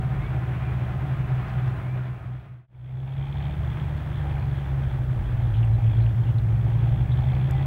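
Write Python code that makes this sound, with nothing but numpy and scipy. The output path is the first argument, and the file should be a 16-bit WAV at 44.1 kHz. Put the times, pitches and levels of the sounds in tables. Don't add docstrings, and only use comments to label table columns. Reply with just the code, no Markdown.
import sys
import numpy as np
from scipy.fft import rfft, irfft, next_fast_len
from scipy.io import wavfile
from scipy.ndimage import uniform_filter1d, map_coordinates

SR = 44100
rng = np.random.default_rng(int(sys.argv[2]) if len(sys.argv) > 2 else 0)


def pcm_store(signal):
    levels = np.round(np.clip(np.atleast_2d(signal), -1, 1) * 32767)
    wavfile.write(sys.argv[1], SR, levels.astype(np.int16).T)


N = 337806
TIME = np.arange(N) / SR
SILENT_AT_S = 2.673


def amp(db):
    return 10 ** (np.asarray(db) / 20)

def unit(x):
    return x / np.sqrt(np.mean(x ** 2) + 1e-20)

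def curve(rows):
    return np.interp(TIME, *np.transpose(rows))

def wobble(rate):
    return map_coordinates(rng.standard_normal(int(N * rate / SR) + 4), [TIME * rate])

def filtered(x, response):
    size = next_fast_len(N + SR // 2)
    return irfft(rfft(x, size) * response(np.fft.rfftfreq(size, 1 / SR)), size)[:N]

def rush(spectrum, pulse=1):
    freqs, db = np.transpose(spectrum)
    colour = lambda hz: amp(np.interp(np.log(hz + 1), np.log(freqs), db, left=-120, right=-120))
    return unit(filtered(pulse * rng.standard_normal(N), colour))

def blurred_tone(centre_hz, width_hz):
    return unit(filtered(rng.standard_normal(N), lambda hz: 1 / (1 + ((hz - centre_hz) / width_hz) ** 2)))

def turns(hz):
    return np.cumsum(hz) / SR

def bursts(cycle, sharpness, scatter_db):
    size = amp(scatter_db * rng.standard_normal(4096))[np.floor(cycle).astype(int) % 4096]
    return unit(size * np.exp(-sharpness * (1 + np.cos(2 * np.pi * cycle))))

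def by_spot(first, second):
    return np.where(TIME < SILENT_AT_S, first, second)

def run_up(length_s=1.0):
    return np.clip((TIME - REVVING_SPEED[0][0]) / length_s, 0, 1)

def pull(hz, smooth_s=0.16):
    return uniform_filter1d(np.maximum(np.gradient(hz) * SR, 0), int(smooth_s * SR))

# start in seconds, hold in seconds, boost in dB that each noise scales.
WORK_SURGES = [(3.204, 0.24, 3.5), (4.201, 0.18, 5.5), (7.17, 0.16, 5.5), (7.454, 0.13, 3.5)]
def surges(rise_s=.05, fall_s=.089):
    return sum(db * np.interp(TIME - start, np.cumsum([0, rise_s, hold, fall_s]), [0, 1, 1, 0])
               for start, hold, db in WORK_SURGES)

def effort(speed_db, pull_db, surge_share, cruise_hz=66.6):
    far_hz, near_hz = curve(FAR_SPEED), curve(NEAR_SPEED)
    far_db = speed_db * (far_hz - cruise_hz)
    near_db = speed_db * (near_hz - cruise_hz) + pull_db * pull(near_hz)
    return by_spot(far_db, near_db) + surge_share * surges()


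# pitch in Hz, level in dB.
WHISTLE_TONES = [(6000, -88), (8000, -91), (10000, -91), (15632, -83)]
def electronics():
    hiss = amp(-67) * rush([(1000, 2), (5000, 2), (7000, 0.17), (15000, -1.6), (17000, -2)])
    return hiss + np.sqrt(2) * sum(amp(db) * np.sin(2 * np.pi * hz * TIME) for hz, db in WHISTLE_TONES)

def sizzle(firings):
    shake = bursts(firings, sharpness=0.71, scatter_db=3.5)
    return amp(-82 + 2 * surges()) * rush([(3700, -20), (4100, 0), (4500, -2.5), (5200, -19.5)], shake)

def howl():
    return amp(-67 + 3 * surges()) * blurred_tone(centre_hz=780, width_hz=34) * by_spot(0, 1)

# pitch in Hz, level in dB.
GEAR_TONES = [(392, -56), (664, -55.3), (753, -52), (1044, -58.5), (1254, -58), (1410, -59)]
def gears():
    return sum(amp(db) * blurred_tone(hz, width_hz=14) for hz, db in GEAR_TONES) * by_spot(1, 0)

# start in seconds, length in seconds, first and last pitch in Hz, level in dB.
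BEARING_SQUEAKS = [(.19, .12, 2050, 2290, -48), (.30, .14, 1760, 1720, -54), (.37, .11, 1930, 2000, -55),
                   (.58, .16, 2420, 2400, -52), (1.81, .18, 2030, 2410, -50), (5.73, .035, 3880, 3950, -61),
                   (7.04, .26, 1700, 1780, -55), (7.51, .13, 2020, 1980, -50)]
def squeaks():
    out = np.zeros(N)
    for start, length, first_hz, last_hz, db in BEARING_SQUEAKS:
        progress = np.clip((TIME - start) / length, 0, 1)
        hz = last_hz + (first_hz - last_hz) * (1 - progress) ** 2 + 12 * wobble(90)
        swell = np.sqrt(abs(np.sin(np.pi * progress)))
        out += amp(db) * swell * np.sin(2 * np.pi * turns(hz))
    return out

# start in seconds, pitch in Hz, width in Hz, fade time in seconds, level in dB.
METAL_CLINKS = [(1.482, 4700, 900, .004, -57), (1.497, 4700, 900, .004, -58),
                (1.68, 5200, 900, 0.0051, -65), (3.404, 1794, 900, 0.0061, -41),
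                (4.363, 2103, 250, 0.026, -51), (5.54, 2930, 450, .014, -44.5),
                (5.559, 3270, 500, .035, -51), (5.63, 2650, 420, 0.013, -45.5),
                (5.649, 7400, 700, 0.0027, -55), (5.862, 2700, 400, 0.014, -48.5),
                (6.009, 4000, 250, 0.042, -61), (6.06, 2570, 500, .015, -50),
                (6.262, 2990, 500, 0.055, -55), (6.384, 3700, 400, .009, -50),
                (7.116, 3480, 300, .02, -47.5), (7.19, 780, 90, 0.011, -37), (7.51, 8500, 4500, .0015, -45),
                (7.626, 3384, 250, 0.0075, -48)]
def clinks(attack_s=0.00011, chatter_hz=195):
    out, t = np.zeros(N + SR), np.arange(SR // 7) / SR
    hz = np.fft.rfftfreq(len(t), 1 / SR)
    for start, centre_hz, width_hz, fade_s, db in METAL_CLINKS:
        contact = rng.standard_normal(len(t)) * bursts(chatter_hz * t + .5, sharpness=0.96, scatter_db=0)
        ring = unit(irfft(rfft(contact) * np.exp(-.5 * ((hz - centre_hz) / width_hz) ** 2), len(t)))
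        envelope = (1 - np.exp(-t / attack_s)) * np.exp(-(t / fade_s) ** 2)
        out[round(start * SR):][:len(t)] += amp(db) * ring * envelope
    return out[:N]

# frequency in Hz, relative level in dB.
CLATTER_SPECTRUM = [(2600, -22), (2950, -9), (3170, -1), (3430, 0), (3600, -5), (3800, -15), (4200, -19),
                    (5200, -38)]
def clatter(firings, air_db):
    db = by_spot(-62.5, -61) + effort(speed_db=.22, pull_db=.297, surge_share=.25)
    hardness = np.interp(db + 1.5 * wobble(6), [-62, -56], [.3, .8])
    knock = bursts(firings, sharpness=hardness, scatter_db=2) / amp(-5.5 * (hardness - .5))
    return amp(db + air_db + 1.1 * wobble(12)) * rush(CLATTER_SPECTRUM, knock)

# frequency in Hz, relative level in dB.
COVER_SPECTRUM = [(1700, -23.5), (2050, -4.5), (2350, -2.5), (2550, -5.5), (2850, -12.5), (3400, -22.5)]
def cover(gulp, air_db):
    db = by_spot(-54.5, -58) + effort(speed_db=.18, pull_db=.2629, surge_share=.45)
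    return amp(db + air_db + .78 * wobble(16)) * rush(COVER_SPECTRUM, gulp)

# frequency in Hz, relative level in dB.
INTAKE_SPECTRUM = [(520, -25), (660, -10), (745, -6), (790, 0), (835, -3), (920, -8), (1100, -17),
                   (1500, -35)]
def intake(gulp):
    db = by_spot(-52.5, -51.5) + effort(speed_db=.02, pull_db=.17, surge_share=.8)
    return amp(db + .51 * wobble(14)) * rush(INTAKE_SPECTRUM, gulp)

# frequency in Hz, relative level in dB.
FAN_SPECTRUM = [(500, -7), (950, 0.5), (1250, 1), (1410, -0.5), (1580, 1), (2000, -3), (2250, -12),
                (2850, -12), (3400, -18.5), (4000, -21.5), (4600, -30.5), (6000, -40)]
def fan(throb, air_db):
    db = by_spot(-45, -48.5) + effort(speed_db=.16, pull_db=0, surge_share=.05)
    return amp(db + air_db) * rush(FAN_SPECTRUM, throb)

# frequency in Hz, relative level in dB.
CASING_SPECTRUM = [(170, -20), (245, -8), (290, 0.5), (350, 0), (410, -4.5), (490, -8), (620, -4.5),
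                   (900, -15.5), (1600, -35.5)]
def casing(throb):
    db = by_spot(-45, -45.5) + effort(speed_db=-.01, pull_db=.07, surge_share=.15)
    return amp(db) * rush(CASING_SPECTRUM, throb)

# frequency in Hz, relative level in dB.
FIRST_SPOT_RUMBLE = [(12, -28.5), (30, -25.5), (45, -34), (65, -4.5), (82, -2.5), (105, -4.5), (135, 3.5),
                     (160, -5), (200, -11.5), (240, -17.5), (400, -49)]
SECOND_SPOT_RUMBLE = [(12, -29.5), (28, -18), (45, -7.5), (80, -3.5), (110, 0), (138, -2), (160, -10.5),
                      (195, -15.5), (240, -21), (400, -50.5)]
def rumble():
    db = by_spot(-33, -32) + 2.4 * run_up()
    return amp(db) * by_spot(rush(FIRST_SPOT_RUMBLE), rush(SECOND_SPOT_RUMBLE))

def machinery(firings):
    chug = bursts(turns(curve(FAR_SPEED) / 6), sharpness=.14, scatter_db=.3)
    throb = by_spot(chug * bursts(firings, sharpness=.13, scatter_db=.38),
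                    bursts(firings, sharpness=.12, scatter_db=1.1))
    gulp = by_spot(chug, bursts(firings, sharpness=.33, scatter_db=2.1))
    air_db = .64 * wobble(9.8)
    high_noises = clatter(firings, air_db) + cover(gulp, air_db) + fan(throb, air_db)
    return high_noises + intake(gulp) + casing(throb)

# frequency in Hz, boost or cut in dB.
SILENCER_GAIN = [(35, -15), (46, -7.5), (56, -8.5), (63, -10), (72, -5.3), (88, -12.5), (110, 2.5),
                 (122, 2), (136, -.3), (144, -6.5), (160, -13)]
def exhaust(speed, firing_db, octave_db, pull_db, third_db, crank_db, upper_db, waver_db):
    hz = curve(speed)
    phase = 2 * np.pi * turns(hz)
    silencer = np.transpose(SILENCER_GAIN)
    low_db = firing_db + np.interp(hz, *silencer)
    high_db = octave_db + np.interp(2 * hz, *silencer) + pull_db * pull(hz)
    # multiple of the firing rate, level in dB. Unequal cylinders add the weak tones.
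    strong = [(1, low_db), (2, high_db)]
    weak = [(3, high_db + third_db), (2 / 3, low_db + crank_db),
            (5 / 3, high_db + upper_db), (5 / 2, low_db + upper_db)]
    hum = sum(amp(db + waver_db * wobble(9.7)) * np.sin(k * phase) for k, db in strong)
    unsteady = sum(amp(db + 4.1 * wobble(5.4)) * np.sin(k * phase + wobble(1.8)) for k, db in weak)
    return np.sqrt(2) * (hum + unsteady)

# time in seconds, firings per second.
FAR_SPEED = [(0.0, 61.85), (1.4, 62.4), (2.0, 62.87), (3.1, 59.04), (4.7, 58.46), (6.3, 61.5), (7.0, 64.75),
             (7.66, 73.82)]
def far_engine():
    return exhaust(FAR_SPEED, firing_db=by_spot(-36, -39), octave_db=by_spot(-29.8, -39.5),
                   pull_db=.69, third_db=-22.5, crank_db=-13.5, upper_db=-15.5, waver_db=.6)

# time in seconds, firings per second.
REVVING_SPEED = [(4.5, 32.94), (5.25, 47.07), (5.75, 58.12), (6.0, 58.2), (6.3, 61.73), (7.0, 71.35),
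                 (7.66, 79.45)]
def revving_engine():
    return run_up() * exhaust(REVVING_SPEED, firing_db=-25, octave_db=-29,
                              pull_db=.05, third_db=-32, crank_db=-12, upper_db=-14, waver_db=2)

# time in seconds, firings per second.
NEAR_SPEED = [(0.0, 70.1), (0.65, 69.7), (1.0, 69.58), (1.4, 64.36), (1.8, 63.95), (2.45, 63.7),
              (2.75, 61.55), (3.55, 72.84), (4.05, 72.6), (4.75, 67.38), (5.25, 61.7), (5.5, 60.39),
              (5.8, 53.15), (6.0, 56.55), (6.5, 55.3), (7.0, 59.62), (7.66, 67.1)]
def near_engine():
    return exhaust(NEAR_SPEED, firing_db=by_spot(-29.8, -26.8), octave_db=by_spot(-30.7, -26.5),
                   pull_db=.22, third_db=-32.5, crank_db=by_spot(-9.5, -14.5), upper_db=-19, waver_db=1)

def scene():
    firings = turns(curve(NEAR_SPEED))
    engines = near_engine() + far_engine() + revving_engine() + rumble() + machinery(firings)
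    return (engines + howl() + sizzle(firings) + gears() + squeaks() + clinks())[None]

def record(dry, fade_s=1.0, top_hz=15760):
    fade = np.clip(abs(TIME - SILENT_AT_S) / fade_s, 0, 1)
    return filtered((dry[0] + electronics()) * fade, lambda hz: hz < top_hz)[None]


dry = scene()
out = record(dry)
pcm_store(out)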